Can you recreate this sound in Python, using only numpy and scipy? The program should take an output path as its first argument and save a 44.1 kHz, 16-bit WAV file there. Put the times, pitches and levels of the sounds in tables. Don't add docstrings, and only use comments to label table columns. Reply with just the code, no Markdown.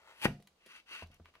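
import sys
import numpy as np
from scipy import signal
from scipy.fft import rfft, irfft
from scipy.io import wavfile

SR = 44100
rng = np.random.default_rng(int(sys.argv[2]) if len(sys.argv) > 2 else 0)


def log_audio(samples):
    frames = np.atleast_2d(samples).T
    limited = np.clip(frames, -1, 1)
    pcm = np.round(limited * 32767).astype(np.int16)
    wavfile.write(sys.argv[1], SR, pcm)


N = 61739
T = np.arange(N) / SR
KICK_S = .2551

# start_s, puff_db, ring_db
CONTACTS = [(0.284, -19.5, -41.5), (.309, -63, -46), (0.344, -38, -59.5), (0.397, -37, -64.5),
            (0.6614, -36.5, -88), (.912, -41, -81), (1.101, -43, -66.5), (1.286, -47, -86),
            (1.363, -49.5, -93), (1.383, -47.5, -91)]
# frequency_hz, relative_db
SOLE_SPECTRUM = [(100, -4.5), (550, -18), (1250, -2), (1800, -8), (2400, -7.5), (3300, -13.5), (4500, -21),
                 (8000, -38), (15000, -32)]


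def amp(db):
    return 10 ** (np.asarray(db) / 20)


def unit(x):
    return x / np.sqrt(np.mean(x ** 2) + 1e-20)


def read(points, hz):
    knots_hz, values = np.transpose(points)
    return np.interp(np.log(hz + 1), np.log(knots_hz + 1), values)


def add(mix, start_s, sound):
    part = mix[max(round(start_s * SR), 0):][:len(sound)]
    part += sound[:len(part)]


def colour(x, spectrum):
    log_gain = np.log(amp(read(spectrum, abs(np.fft.fftfreq(4096, 1 / SR)))))
    taps = np.fft.ifft(np.exp(np.conj(signal.hilbert(log_gain)))).real[:2048]
    return signal.fftconvolve(x, taps / np.linalg.norm(taps))[:len(x)]


def burst(decay_s):
    return rng.standard_normal(4096) * np.exp(-T[:4096] / decay_s)


def ring(modes):
    return sum(amp(db - 60 * T / t60_s) * np.sin(2 * np.pi * hz * T) for hz, db, t60_s in modes)


def friction(strokes, spectrum, slips_per_s=3800, spread_db=4, hiss_share=0.22):
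    slips = (rng.random(N) < slips_per_s / SR) * rng.choice([-1, 1], N)
    sizes = amp(spread_db * np.minimum(rng.exponential(1, N), 4))
    hiss = np.sqrt(hiss_share) * rng.standard_normal(N)
    grain = np.sqrt(1 - hiss_share) * unit(slips * sizes) + hiss
    envelope = sum(amp(np.interp(T, *np.transpose(stroke), left=-140, right=-140)) for stroke in strokes)
    return colour(grain * envelope, spectrum)


def skin(x, direct_db=-1):
    # pitch_hz, gain_db, bandwidth_hz
    modes = [(820, 0.5, 55), (1145, 3, 35), (1530, -0.5, 45), (1627, -2, 50), (1864, -2, 36),
             (1996, 0.5, 31), (2205, 2, 42), (2345, 0, 40), (2458, 2, 35), (2673, 2, 45), (2778, 0, 75),
             (2940, -1, 27), (4670, -11.5, 180)]
    resonant = sum(amp(db) * signal.lfilter(*signal.iirpeak(hz, hz / width_hz, SR), x)
                   for hz, db, width_hz in modes)
    return amp(direct_db) * x + resonant


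def rubbing():
    # time_s, level_db
    shuffle = [(0, -67), (.04, -68.5), (.08, -60.5), (.12, -60), (.16, -68.5), (.2, -70)]
    swipe = [(.0, -88.5), (.15, -71.5), (.205, -58), (.225, -42.5), (.24, -37.5), (.251, -31.5),
             (.258, -42), (.266, -65)]
    rubs = [
        [(.56, -91.5), (.6, -78), (.655, -70.5), (.7, -60.5), (.765, -56.5), (.8, -64), (.83, -85)],
        [(.86, -72.5), (.886, -60.5), (.905, -54), (.925, -50), (.96, -50), (.98, -53.5), (.998, -53),
         (1.018, -56.5), (1.034, -55.5), (1.048, -71)],
        [(1.09, -89), (1.12, -69.5), (1.14, -70.5), (1.17, -77)],
        [(1.245, -74.5), (1.265, -73.5), (1.29, -69), (1.32, -95), (1.345, -70.5), (1.39, -78), (1.4, -75)],
    ]
    # frequency_hz, relative_db
    shuffle_spectrum = [(60, -47.5), (140, -22), (306, -21.5), (600, -4), (808, -2.5), (1100, -5.5),
                        (2000, -7.5), (3320, -14), (15500, -35)]
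    swipe_spectrum = [(50, -39), (110, -11), (550, -16.5), (843, -2), (1160, -13.5), (2870, -1.5),
                      (3770, -9), (6000, -14), (7000, -20.5), (11500, -15), (15500, -27.5)]
    rub_spectrum = [(60, -39), (160, -21.5), (264, -16.5), (680, -16), (1210, -4.5), (1880, -5.5),
                    (2090, -5), (2750, 0), (3460, -8), (4700, -9.5), (5100, -14.5), (6120, -13),
                    (7400, -25.5), (8800, -19), (15500, -30)]
    brushing = friction([shuffle], shuffle_spectrum)
    scraping = friction([swipe], swipe_spectrum) + friction(rubs, rub_spectrum)
    return brushing + skin(scraping)


def kick(slap_db=-20.5, slap_lead_s=.0006, low_cut_hz=30):
    # delay_s, relative_pressure, width_s
    swings = [(0, -.22, .00026), (.0013, .22, .00032)]
    # frequency_hz, relative_db
    spectrum = [(60, -16.5), (150, -3.5), (400, 5.5), (620, -11.5), (830, 6), (1100, -0.5), (1900, 0.5),
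                (2700, -10.5), (3800, -14.5), (6000, -23), (15000, -32)]
    pressure = sum(size * np.exp(-.5 * ((T - KICK_S - delay_s) / width_s) ** 2)
                   for delay_s, size, width_s in swings)
    out = signal.lfilter(*signal.butter(2, low_cut_hz, "high", fs=SR), pressure)
    slap = skin(colour(burst(decay_s=0.0049), spectrum))
    add(out, KICK_S - slap_lead_s, amp(slap_db) * slap)
    return out


def toy(kick_ring_db=-39.5, spring_back_s=.0012):
    # pitch_hz, relative_db, t60_s
    modes = [(37.54, -17.5, 0.27), (65.4, -18, 0.098), (118.5, -8, 0.25), (144.9, 2, .33), (192, -8, 0.34),
             (205.8, -2.5, 0.25), (242.7, -3.5, .2), (375, -14.5, 0.067), (400, -13, 0.13),
             (453, -12.5, .12), (500, -11.5, 0.063), (708, -7.5, 0.39), (823, -8.5, 0.047),
             (1157, -30.5, .16)]
    out, ringing = np.zeros(N), ring(modes)
    add(out, KICK_S + spring_back_s, amp(kick_ring_db) * ringing)
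    for start_s, _, ring_db in CONTACTS:
        add(out, start_s, amp(ring_db) * ringing)
    return out


def bumps():
    # frequency_hz, relative_db
    spectrum = [(40, -22), (110, -14.5), (180, -5.5), (300, -8.5), (520, -6.5), (800, -15.5), (2000, -38.5),
                (8000, -70.5)]
    out = np.zeros(N)
    for start_s, puff_db, _ in CONTACTS:
        puff = burst(decay_s=.005)
        add(out, start_s, amp(puff_db) * puff / np.linalg.norm(puff))
    return colour(out, spectrum)


def ticks():
    # start_s, level_db, decay_s
    crinkles = [(0.401, -62, 0.0049), (0.424, -54.5, 0.0029), (0.4728, -48.5, 0.0031), (.564, -68, 0.001),
                (.6612, -52, 0.011), (1.064, -57, .001), (1.072, -51.5, 0.00074), (1.116, -50, 0.00059),
                (1.1436, -46.5, 0.00095)]
    # frequency_hz, relative_db
    spectrum = [(100, -15), (400, 1), (1000, 1), (2500, 4.5), (3800, 3), (5000, 3.5), (7500, -8),
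                (9000, -1.5), (15000, -9.5)]
    out = np.zeros(N)
    for start_s, db, decay_s in crinkles:
        add(out, start_s, amp(db) * burst(decay_s) / 2)
    return colour(out, spectrum)


def steps(grit_db=-9, boom_rise_s=0.0041):
    # start_s, push_db, width_ms, boom_db
    footfalls = [(1.0240, -38, 0.27, -42.5), (1.1996, -50.5, 0.43, -48.5)]
    # pitch_hz, relative_db, t60_s
    modes = [(31.8, -14, 0.61), (69.5, -21, .26), (81.6, -1, 0.27), (168.3, -6.5, 0.118),
             (219, -6.5, 0.086), (338, -11.5, 0.055)]
    knocks, booms = np.zeros(N), np.zeros(N)
    boom = ring(modes) * (1 - np.exp(-T / boom_rise_s))
    for start_s, push_db, width_ms, boom_db in footfalls:
        u = (T - start_s) / (width_ms / 1000)
        knocks += amp(push_db) * u * np.exp((1 - u ** 2) / 2)
        grit = colour(burst(decay_s=0.0013), SOLE_SPECTRUM)
        add(knocks, start_s, amp(push_db + grit_db) * grit)
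        add(booms, start_s, amp(boom_db) * boom)
    return knocks, booms


def clacks():
    # start_s, peak_db
    snaps = [(1.2575, -41), (1.3408, -52.5), (1.3542, -42.5)]
    out, snap = np.zeros(N), colour(signal.unit_impulse(4096), SOLE_SPECTRUM)
    for start_s, db in snaps:
        add(out, start_s, amp(db) * snap / abs(snap).max())
    return out


def diffuse(corner_hz=740):
    left, independent = rfft(rng.standard_normal((2, N)))
    coherence = 1 / (1 + (np.fft.rfftfreq(N, 1 / SR) / corner_hz) ** 2)
    right = coherence * left + np.sqrt(1 - coherence ** 2) * independent
    return irfft(np.array([left, right]), N)


def air(level_db=-75):
    # frequency_hz, relative_db
    spectrum = [(10, -43.5), (22, -13.5), (35, -13.5), (70, -9), (120, -21), (300, -16), (700, -16.5),
                (1900, -25.5), (4000, -24), (15500, -41.5)]
    return amp(level_db) * unit(np.array([colour(side, spectrum) for side in diffuse()]))


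def from_left(x, lag_s=0.00013, side_db=1.6, scatter_rad_per_khz=.13, scatter_width_hz=250):
    hz = np.fft.rfftfreq(N, 1 / SR)
    knots_hz = np.arange(0, SR / 2, scatter_width_hz)
    ripple = np.interp(hz, knots_hz, rng.standard_normal(N)[:len(knots_hz)])
    phase = scatter_rad_per_khz * hz / 1000 * ripple - 2 * np.pi * hz * lag_s
    far = irfft(rfft(x) * np.exp(1j * phase), N)
    return np.array([x * amp(side_db), far * amp(-side_db)])


def room(x, wet_db, early_db, early_decay_s=0.0082, rise_s=0.00083):
    # frequency_hz, t60_s
    decay_times = [(60, 0.34), (200, 0.29), (500, 0.22), (900, 0.23), (2500, 0.2328), (6000, 0.3441),
                   (15000, .2)]
    hz, frame_s, bands = signal.stft(diffuse()[:, :SR // 2], SR, nperseg=256)
    decay = amp(-60 * frame_s / read(decay_times, hz)[:, None])
    tail = signal.istft(bands * decay, SR, nperseg=256)[1]
    t = T[:tail.shape[1]]
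    onset = np.minimum(t / rise_s, 1) ** 2
    early_boost = 1 + amp(early_db) * np.exp(-t / early_decay_s)
    response = tail * onset * early_boost
    return amp(wet_db) * signal.fftconvolve(x[None], response / np.linalg.norm(response[0]), axes=1)[:, :N]


def scene():
    rubs, blow = rubbing(), kick()
    knocks, booms = steps()
    taps = knocks + ticks() + clacks() + bumps()
    ambience = air()
    direct = from_left(blow + rubs) + toy() + booms + taps
    reflected = room(blow, wet_db=-8.5, early_db=10)
    reflected += room(rubs, wet_db=-4.5, early_db=12.5)
    reflected += room(taps, wet_db=-2.5, early_db=6)
    return direct + reflected + ambience


def record(dry, low_cut_hz=36, high_cut_hz=15950):
    lean = signal.lfilter(*signal.butter(2, low_cut_hz, "high", fs=SR), dry)
    low_pass = signal.firwin(511, high_cut_hz, window=("kaiser", 9), fs=SR)
    return signal.oaconvolve(lean, low_pass[None], "same")


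dry = scene()
out = record(dry)
log_audio(out)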